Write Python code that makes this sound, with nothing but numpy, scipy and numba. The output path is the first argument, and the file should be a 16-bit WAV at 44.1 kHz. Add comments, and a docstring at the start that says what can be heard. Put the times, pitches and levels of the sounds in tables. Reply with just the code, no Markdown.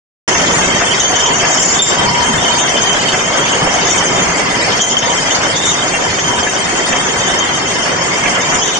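"""A roar of pumps and falling water fills a large, hard-walled hall: a bottle washer's discharge end.
Jets hiss, pipes drone, and thousands of glass bottles jostle on the conveyor, each contact ringing
a bottle's modes. Every 3.8 s a row is tipped over the steel guides: it clinks, slides, judders and
rings, and the drive groans. A gain control turns everything down when the glass gets loud."""
import sys
import numpy as np
from scipy import signal
from scipy.fft import rfft, irfft, next_fast_len
from scipy.io import wavfile
from scipy.ndimage import uniform_filter1d
from numba import njit

SR = 44100
rng = np.random.default_rng(int(sys.argv[2]) if len(sys.argv) > 2 else 0)


def bounce(signal):
    """Save signal as a 16-bit WAV file at the path given by the first command-line argument."""
    frames = np.transpose(np.atleast_2d(signal))
    limited = np.clip(frames, -1, 1)
    pcm = np.round(limited * 32767).astype(np.int16)
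    wavfile.write(sys.argv[1], SR, pcm)


N = 387638
TIME_S = np.arange(N) / SR


def from_db(db):
    """Decibels to gain."""
    return np.exp(np.asarray(db) * (np.log(10) / 20))


def rms_one(x):
    """Scale to rms 1."""
    return x / np.sqrt(np.mean(x ** 2) + 1e-20)


def fader(points):
    """Gain at every sample, riding a curve of times and decibels."""
    return from_db(np.interp(TIME_S, *np.transpose(points)))


def at_hz(points, hz):
    """Read a spectrum on a log-frequency axis."""
    points_hz, values = np.transpose(points)
    return np.interp(np.log(hz), np.log(points_hz), values)


def arch(s, length):
    """A rounded swell from 0 to 1 and back."""
    return np.sqrt(np.clip(1 - (2 * (TIME_S - s) / length - 1) ** 2, 0, 1))


def swells(rows):
    """The summed gain of a table of swells."""
    return sum(from_db(db) * arch(s, length) for s, length, db in rows)


def add(out, s, sound):
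    """Mix a short sound in at a time."""
    at = round(s * SR)
    out[:, at:at + sound.shape[1]] += sound[:, :N - at]


def drift(rate_hz):
    """A slow random wander of rms 1."""
    hop, run_in = 40, 2000
    r = np.exp(-2 * np.pi * hop * rate_hz / SR)
    white = rng.standard_normal(N // hop + run_in + 2)
    slow = signal.lfilter([1], [1, -2 * r, r * r], white)[run_in:]
    return np.interp(np.arange(N) / hop, np.arange(len(slow)), rms_one(slow))


def ring(clicks, hz, t60):
    """A unit click sets a sine of height 1 ringing."""
    r, w = from_db(-60 / (t60 * SR)), 2 * np.pi * hz / SR
    return signal.lfilter([0, np.sin(w)], [1, -2 * r * np.cos(w), r * r], clicks + 1e-18)


@njit
def pings(starts, poles, left, right, swell, length):
    """Damped sines that swell briefly, each with its own complex strength left and right."""
    out = np.zeros((2, N))
    for k in range(len(starts)):
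        wave, lack = 1 + 0j, 1.
        for i in range(starts[k], min(starts[k] + length, N)):
            out[0, i] += (1 - lack) * (wave * left[k]).real
            out[1, i] += (1 - lack) * (wave * right[k]).real
            wave *= poles[k]
            lack *= swell
    return out


def hall(x, wet_db, t60=0.92, cut_hz=1500):
    """Hard walls: six feedback delays a side, duller on every round, added to the direct sound."""
    echoes, dull = np.zeros((2, N)), np.exp(-2 * np.pi * cut_hz / SR)
    for k, lag in enumerate((rng.uniform(0.02, 0.071, size=12) * SR).astype(int)):
        loop, state = x[k % 2].copy(), [0.]
        gain = from_db(-60 * lag / SR / t60)
        for i in range(lag, N, lag):
            back, state = signal.lfilter([gain * (1 - dull)], [1, -dull], loop[i - lag:i], zi=state)
            loop[i:i + lag] += back[:N - i]
        echoes[k % 2] += (loop - x[k % 2]) * (-1) ** (k // 2)
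    return x + from_db(wet_db) * np.std(x) * rms_one(echoes)


# stereo image of the machine bed: f/Hz, left-right correlation
BED_CORRELATION = [(30, 0.9), (170, 0.94), (400, 0.49), (750, 0.67), (1200, -0.2), (1700, 0.62), (2300, 1),
                   (3300, -0.19), (5500, 0.97), (8500, 0.85)]
def widen(mid, side, hz):
    """Two unrelated signals become left and right, alike in the bass, of varying width above."""
    alike = np.clip(at_hz(BED_CORRELATION, hz), -1, 1)
    return np.sqrt(1 + alike) * mid + np.sqrt(1 - alike) * side * [[1], [-1]]


def turbulence(spectrum, flicker_db, surge_db, flicker_hz):
    """Half-octave bands of stereo noise that surge together and flicker on their own; rms 1."""
    edges = 2 ** np.arange(np.log2(spectrum[0][0]), np.log2(spectrum[-1][0]) + .5, .5)
    out, white = 0, rng.standard_normal((2, 2, N))
    for k, (low, high) in enumerate(zip(edges, edges[1:])):
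        band = signal.butter(2, [low, high], "band", fs=SR, output="sos")
        mid, side = signal.sosfilt(band, white[k % 2])
        hz = np.sqrt(low * high)
        out += from_db(at_hz(spectrum, hz) + flicker_db * drift(flicker_hz)) * widen(mid, side, hz)
    return rms_one(out * from_db(surge_db * drift(8.6)))


# ducking of the bed: t/s, length/s, gain/dB
BED_DIPS = [(0.96, 0.13, -2), (1.52, 0.28, 0.5), (1.797, 0.05, -3.5), (4.787, 0.16, -3.5),
            (6.467, 0.028, -5), (8.595, .2, -2.5)]
def ducking(fall_s=0.023, recover_s=0.039):
    """The bed dips briefly at set times, where the glass is loudest."""
    gain_db = 0
    for s, length, db in BED_DIPS:
        age = TIME_S - s
        gain_db += db * np.clip(np.minimum(age / fall_s, 1 + (length - age) / recover_s), 0, 1)
    return from_db(gain_db)


# flow of water through the machine: t/s, level/dB
WATER_FLOW = [(0.3, -14.5), (2.3, -16), (4.7, -15.5), (5.6, -17), (8.78, -17)]
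# swells of the machine's rumble: t/s, length/s, level/dB
RUMBLE_SURGES = [(0.48, 0.32, -22.5), (1.33, 0.18, -43), (1.96, 0.35, -22.5), (2.26, 0.21, -22.5),
                 (3.58, 0.087, -18.5), (4.1, 0.18, -22.5), (4.6, 0.16, -31)]
def flow_and_surges():
    """The gains of the running water and of the machine's surges, both ducked."""
    duck = ducking()
    return duck * fader(WATER_FLOW), duck * swells(RUMBLE_SURGES)


# colour of the falling water: f/Hz, relative density/dB
ROAR_SPECTRUM = [(150, -10), (260, -1), (390, -0.5), (550, 1.5), (760, 0.5), (1000, 0.5), (1300, 0.5),
                 (1800, -5), (2450, -13), (3400, -7.5), (4500, -22)]
def water_roar(flow, surging, lag_s=0.00013):
    """Water roars and swells with the rumble; the washer stands on the right, so the left lags."""
    gain = np.hypot(flow, from_db(-8) * surging)
    left, right = gain * turbulence(ROAR_SPECTRUM, flicker_db=2.0, surge_db=1.06, flicker_hz=23.0)
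    return np.array([np.interp(TIME_S - lag_s, TIME_S, left), right])


# the machine's low end: f/Hz, relative density/dB
RUMBLE_SPECTRUM = [(25, -6), (50, -9.5), (85, -1.5), (125, 0), (165, 2), (240, -3.5), (390, -7.5)]
def machine_rumble(flow, surging):
    """Low noise sits under the flow and rises in surges."""
    gain = np.hypot(from_db(-11.5) * flow, surging)
    return gain * turbulence(RUMBLE_SPECTRUM, flicker_db=3.0, surge_db=1.0, flicker_hz=20.6)


# colour of the spray: f/Hz, relative density/dB
JET_SPECTRUM = [(3300, 0), (3900, 5), (5500, -7), (7800, -19), (9500, -27)]
def jet_hiss(flow):
    """Water jets add a faint, flickering hiss that follows the flow."""
    return from_db(-36) * flow * turbulence(JET_SPECTRUM, flicker_db=1.5, surge_db=2, flicker_hz=25)


def drone(hz, t60):
    """A resonance kept going by random shaking; rms 1."""
    mid, side = ring(rng.standard_normal((2, N)), hz, t60)
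    return rms_one(widen(mid, side, hz))


# the drive under load: t/s, length/s, level/dB
LOAD_GROANS = [(1.22, 0.13, -15), (1.96, 0.45, -19.5), (2.4, 0.25, -18.5), (5.02, 0.14, -19.5),
               (5.98, 0.066, -23), (6.26, 0.17, -21)]
def drive_groan(flow):
    """The drive rubs a resonance of the steel frame, which stands out under load."""
    return np.hypot(from_db(-14) * flow, swells(LOAD_GROANS)) * drone(hz=964.0, t60=0.07)


# resonances of pump housings and pipes: f/Hz, t60/s, level/dB
PUMP_MODES = [(151.5, .2, -45), (172.9, 0.65, -39), (199, 0.29, -43.5), (391, 0.087, -31.5),
              (715, 0.063, -32)]
def pump_drone():
    """Housings and pipes hum steadily as the pumps shake them."""
    return sum(from_db(db) * drone(hz, t60) for hz, t60, db in PUMP_MODES)


def jostle(modes, per_s, force_db, swell_s, clump_db):
    """Contacts of uneven force come in flurries, each on a bottle with a pitch of its own; rms 1."""
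    out = 0
    for hz, spread, db, t60 in modes:
        mode_rng = np.random.default_rng(rng.integers(2 ** 31))
        when, force, detune, pan, phase_l, phase_r = mode_rng.random((int(per_s * N / SR), 6)).T
        starts = (when * N).astype(np.int64)
        accent_db = force_db * np.minimum(-np.log(force), 3)
        size = from_db(db + accent_db + clump_db * drift(18.0)[starts])
        pitch = hz * (1 + spread * np.arctanh(1.96 * (detune - .5)))
        poles = from_db(-60 / (t60 * SR)) * np.exp(2j * np.pi * pitch / SR)
        # scattered among the bottles, the ring reaches each side with its own phase
        left = size * np.sqrt(pan) * np.exp(2j * np.pi * phase_l)
        right = size * np.sqrt(1 - pan) * np.exp(2j * np.pi * phase_r)
        out += pings(starts, poles, left, right, np.exp(-1 / (swell_s * SR)), int(.7 * t60 * SR))
    return rms_one(out)


def knock(modes, chatter_s, bounces=5):
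    """One bottle bounces a few times within milliseconds, pumping its ring up; peak 1."""
    clicks = np.zeros((2, SR // 4))
    at = (np.sort(rng.random(bounces)) * chatter_s * SR).astype(int)
    clicks[:, at - at[0]] = rng.uniform(0.045, 1, (2, bounces))
    out = 0
    for hz, spread, db, t60 in modes:
        pitch = hz * (1 + spread * rng.uniform(-0.946, 0.39))
        cushioned = ring(clicks, pitch, t60=0.002)
        out += from_db(db) * rms_one(ring(cushioned, pitch, t60))
    return out / np.abs(out).max()


# ring of a bottle's wall: f/Hz, spread/fraction, level/dB, t60/s
WALL_RING = [(3157, 0.014, -4.5, 0.095), (3070, 0.0296, -5, 0.091), (3598, 0.066, -8.5, 0.11)]
# fader ride on the crowd's ringing walls: t/s, level/dB
WALL_RIDE = [(0.46, -25.5), (1.19, -20.5), (1.63, -24.5), (2.2, -26), (2.45, -21), (3.0, -21), (3.19, -26),
             (3.6, -25), (3.98, -25.5), (4.15, -28), (4.52, -27.5), (4.96, -26), (5.58, -28), (6.15, -26.5),
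             (6.49, -25.5), (6.81, -28), (7.46, -22), (7.9, -31.5), (8.35, -27), (8.7, -26)]
def crowd_walls(crashing):
    """Bottle walls ring all along the conveyor and flare when a row crashes."""
    gain = np.hypot(from_db(3.5) * fader(WALL_RIDE), from_db(-13) * crashing)
    return gain * jostle(WALL_RING, per_s=75, force_db=4.0, swell_s=0.004, clump_db=1.0)


# a bottle's hard upper modes: f/Hz, spread/fraction, level/dB, t60/s
CHINK_RING = [(6430, 0.0344, 5, 0.068), (6940, 0.03, 2.5, 0.06), (5960, 0.04, 1.5, 0.064),
              (7330, 0.01, -5.5, 0.022)]
# fader ride on the crowd's chinks: t/s, level/dB
CHINK_RIDE = [(0.46, -23), (0.95, -25), (1.08, -22.5), (2.14, -29.5), (2.5, -23), (3.08, -26.5),
              (3.98, -26.5), (4.17, -24.5), (4.6, -31), (5.27, -25.5), (5.61, -29.5), (6.06, -26),
              (8.32, -27.5), (8.5, -25)]
# runs of quick chinks along the nearest bottles: t/s, length/s, level/dB
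CHINK_RUNS = [(0.99, 0.14, -24.5), (1.15, 0.08, -13), (1.33, 0.067, -15.5), (2.22, 0.062, -20),
              (3.84, 0.14, -17), (4.87, 0.069, -19), (5.05, 0.1, -21.5), (5.34, 0.035, -19),
              (5.55, 0.055, -17.5), (5.645, .11, -13.5), (6.94, 0.034, -15.5), (8.62, 0.054, -22)]
def crowd_chinks(crashing):
    """Glass on glass makes a bright sparkle that flares in runs and crashes."""
    flares = from_db(-19) * crashing + swells(CHINK_RUNS)
    gain = np.hypot(from_db(4) * fader(CHINK_RIDE), flares)
    return gain * jostle(CHINK_RING, per_s=300, force_db=2.5, swell_s=0.0033, clump_db=3.5)


# lower ring of a bottle's body: f/Hz, spread/fraction, level/dB, t60/s
BODY_RING = [(2085, .05, 2.5, 0.089), (1806, 0.091, 5, 0.058), (2758, 0.045, 1.5, 0.052),
             (2369, 0.084, 0.5, 0.062)]
def crowd_bodies(flow, pushing):
    """Bottle bodies clatter with the flow, harder while a row is pushed."""
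    gain = np.hypot(from_db(-5.5) * flow, from_db(-24) * pushing)
    return gain * jostle(BODY_RING, per_s=90, force_db=1.5, swell_s=0.0059, clump_db=1.0)


# small, high ticks of glass: f/Hz, spread/fraction, level/dB, t60/s
RATTLE_RING = [(4493, 0.12, -2, 0.091), (5360, 0.065, 0, 0.068), (7410, 0.067, 1.5, 0.038),
               (8530, 0.063, -6.5, 0.055)]
def crowd_rattle(flow):
    """Dense light contacts blur into a fine rattle that follows the flow."""
    ticks = jostle(RATTLE_RING, per_s=450, force_db=3.0, swell_s=0.0048, clump_db=3.5)
    return from_db(-6.5) * flow * ticks


# wet glass scraping on steel: f/Hz, spread/fraction, level/dB, t60/s
SCRAPE_RING = [(5610, 0.11, -1.5, 0.029), (6950, 0.05, -3.5, 0.051)]
# slides along the guides: t/s, length/s, level/dB
GUIDE_SLIDES = [(1.485, 0.31, -11), (1.8, 0.12, -18.5), (5.63, 0.094, -22)]
def sliding_row():
    """Glass clatters along steel in many small, uneven jerks."""
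    scrape = jostle(SCRAPE_RING, per_s=720, force_db=2.5, swell_s=0.0025, clump_db=2.0)
    return swells(GUIDE_SLIDES) * scrape


# shrill note of a juddering bottle: f/Hz, spread/fraction, level/dB, t60/s
JUDDER_RING = [(3644, .04, 0, 0.13)]
# bottles turning on their guides: t/s, length/s, level/dB
GUIDE_JUDDERS = [(1.72, 0.23, -18.5), (1.992, .06, -21.5), (3.83, 0.13, -24.5), (5.0, 0.13, -23),
                 (5.538, .065, -18.5), (5.6, .13, -15.5), (5.75, .08, -20), (7.22, 0.13, -24.5),
                 (8.63, 0.17, -22.5)]
def juddering():
    """Stick and slip strike the turning bottles in a fast, uneven chatter."""
    shrill = jostle(JUDDER_RING, per_s=870, force_db=2.0, swell_s=0.002, clump_db=0.0)
    return swells(GUIDE_JUDDERS) * shrill


# ring of the steel frame: f/Hz, spread/fraction, level/dB, t60/s
FRAME_RING = [(347, 0.14, -6.5, 0.065), (550, .1, -4.5, 0.11), (736, 0.073, 6, 0.1),
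              (987, 0.072, 2.5, 0.15), (1306, 0.11, 1.5, 0.032)]
# bottles bumping the frame: t/s, frame level/dB, body level/dB
FRAME_BUMPS = [(0.348, -8, -6.5), (0.795, -9.5, -8), (1.43, -7, -5.5), (3.131, -13, -8.5), (3.661, -3, -11),
               (3.85, -11, -10.5), (4.279, -13, -9.5), (5.022, -12.5, -9.5), (5.939, -15.5, -11.5),
               (6.465, -13.5, -8), (6.921, -10, -7.5), (8.255, -8.5, -8), (8.355, -20, -9),
               (8.525, -8.5, -13.5), (8.55, -10.5, -12)]
def frame_clunks():
    """A bump shakes the frame and the bodies of the bottles in one broad, short rattle."""
    out = np.zeros((2, N))
    for s, frame_db, body_db in FRAME_BUMPS:
        for modes, db in ((FRAME_RING, frame_db), (BODY_RING, body_db)):
            add(out, s, from_db(db) * knock(modes, chatter_s=0.028, bounces=7))
    return out


# close-up hits of bottle on bottle: t/s, wall level/dB, chink level/dB
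NEAR_KNOCKS = [(0.395, -11.5, -20), (0.906, -11, -10.5), (0.996, -9, -1), (1.157, -6, -1.5),
               (1.196, -3.5, -12), (1.256, -4.5, -2.5), (1.503, -16.5, -9), (1.572, -9, -7),
               (1.623, -11, -2.5), (1.679, -19, -1.5), (1.746, -16.5, -7), (2.438, -6, -11.5),
               (2.586, -7.5, -13), (2.692, -16, -12), (2.765, -2.5, -12.5), (2.929, -15, -7),
               (2.983, -11.5, -12), (3.084, -3.5, -24), (3.12, -10.5, -13), (3.192, -10.5, -17.5),
               (3.323, -15.5, -17), (3.481, -9, -12), (3.739, -13, -11.5), (3.904, -11.5, -10),
               (3.972, -9, -5), (4.72, -9.5, -19), (4.79, -10, -19.5), (4.811, -16, 2.5),
               (4.837, -17, -3.5), (4.98, -10, -0.5), (5.022, -5, -14), (5.306, -5.5, -11),
               (5.703, -17, -17.5), (6.009, -19, -12), (6.186, -7.5, -9), (6.432, -13.5, -18),
               (6.921, -9.5, -9.5), (7.304, -12, -14), (7.387, -14.5, -4.5), (8.543, -10, -9.5),
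               (8.676, -13.5, -8), (8.745, -12, -12.5)]
def near_knocks():
    """Each knock rings a bottle's wall and its hard upper modes."""
    out = np.zeros((2, N))
    for s, wall_db, chink_db in NEAR_KNOCKS:
        for modes, db in ((WALL_RING, wall_db), (CHINK_RING, chink_db)):
            add(out, s, from_db(db) * knock(modes, chatter_s=0.015))
    return out


# close-up single notes: t/s, f/Hz, level/dB, t60/s, chatter/s
NEAR_CLINKS = [(1.791, 3590, -3.5, 0.29, .003), (1.819, 7300, -1, 0.15, .002),
               (1.885, 7420, -10.5, 0.18, 0.0035), (1.919, 3110, -8.5, 0.092, 0.0052),
               (4.968, 3129, 3, 0.093, 0.0022), (5.689, 3640, -5, 0.078, 0.005),
               (5.939, 2750, -9.5, 0.1, .025), (6.467, 1704, -7, 0.036, .012),
               (6.919, 2300, -17, 0.062, 0.0067), (8.259, 2350, -6, 0.061, 0.009)]
def near_clinks():
    """A bottle is struck so that one clear note rings."""
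    out = np.zeros((2, N))
    for s, hz, db, t60, chatter_s in NEAR_CLINKS:
        add(out, s, from_db(db) * knock([(hz, 0, 0, t60)], chatter_s, bounces=3))
    return out


def crash(s, attack_s=0.014, decay_s=0.042):
    """Envelope of a flurry of contacts that builds quickly and dies away; peak 1."""
    age = TIME_S - s
    return np.clip(age / attack_s, 0, 1) * np.exp(-np.maximum(age - attack_s, 0) / decay_s)


# rows going over the guides: t/s, tip level/dB, landing level/dB
ROW_TIPS = [(0.99, 7, -2), (4.797, 2.5, -9.5), (8.611, -7, -7)]
def tipping_rows(push_s=0.52, landing_s=0.24):
    """Envelopes of each row: pushed up to the guides, it crashes as it tips and as it lands."""
    pushing = crashing = 0
    for s, tip_db, landing_db in ROW_TIPS:
        pushing += arch(s - push_s, push_s)
        crashing += from_db(tip_db) * crash(s) + from_db(landing_db) * crash(s + landing_s)
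    return pushing, crashing


def scene():
    """Water, pumps and jets fill the hall; the glass rings on top."""
    flow, surging = flow_and_surges()
    pushing, crashing = tipping_rows()
    bed = water_roar(flow, surging) + machine_rumble(flow, surging) + jet_hiss(flow)
    drones = drive_groan(flow) + pump_drone()
    crowd = crowd_walls(crashing) + crowd_chinks(crashing)
    crowd += crowd_bodies(flow, pushing) + crowd_rattle(flow)
    close_up = sliding_row() + juddering() + near_knocks() + near_clinks() + frame_clunks()
    return bed + drones + hall(crowd + close_up, wet_db=-21.0)


# balance of the two microphones: f/Hz, left minus right/dB
MIC_BALANCE = [(150, -0.7), (255, 2), (340, -0.5), (520, -4), (820, .5), (1900, 2), (2300, -1.5),
               (3100, 0.5), (3700, -1.5), (6500, 2), (8000, 0.5)]
def microphones(x, notch_hz=4010, notch_mix=0.72):
    """Each side favours different bands; both have a notch in the treble."""
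    size = next_fast_len(N + SR // 10)
    lean_db = at_hz(MIC_BALANCE, np.maximum(np.fft.rfftfreq(size, 1 / SR), 1))
    leaning = irfft(rfft(x, size) * from_db(lean_db * [[.5], [-.5]]), size)[:, :N]
    notched = signal.lfilter(*signal.iirnotch(notch_hz, Q=6, fs=SR), leaning)
    return leaning + notch_mix * (notched - leaning)


def gain_control(x, limit_db=-11, window_s=.03, release_db_per_s=49):
    """Loud glass turns everything down; the gain then recovers at a steady rate."""
    power = uniform_filter1d(np.mean(x ** 2, axis=0), int(window_s * SR))
    over_db = np.maximum(10 * np.log10(np.maximum(power, 1e-12)) - limit_db, 0)
    recovery_db = release_db_per_s * TIME_S
    return x * from_db(recovery_db - np.maximum.accumulate(over_db + recovery_db))


def record(dry):
    """The sound switches on, its level is held, peaks are rounded and the top is cut."""
    start_s, ceiling, cutoff_hz = .277, 0.96, 9650
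    held = gain_control(microphones(dry))
    rounded = held / (1 + np.abs(held / ceiling) ** 6) ** (1 / 6)
    fade_in = np.clip((TIME_S - start_s) / .002, 0, 1)
    lowpass = signal.ellip(12, .2, 80, cutoff_hz, fs=SR, output="sos")
    return signal.sosfilt(lowpass, fade_in * rounded)


dry = scene()
out = record(dry)
bounce(out)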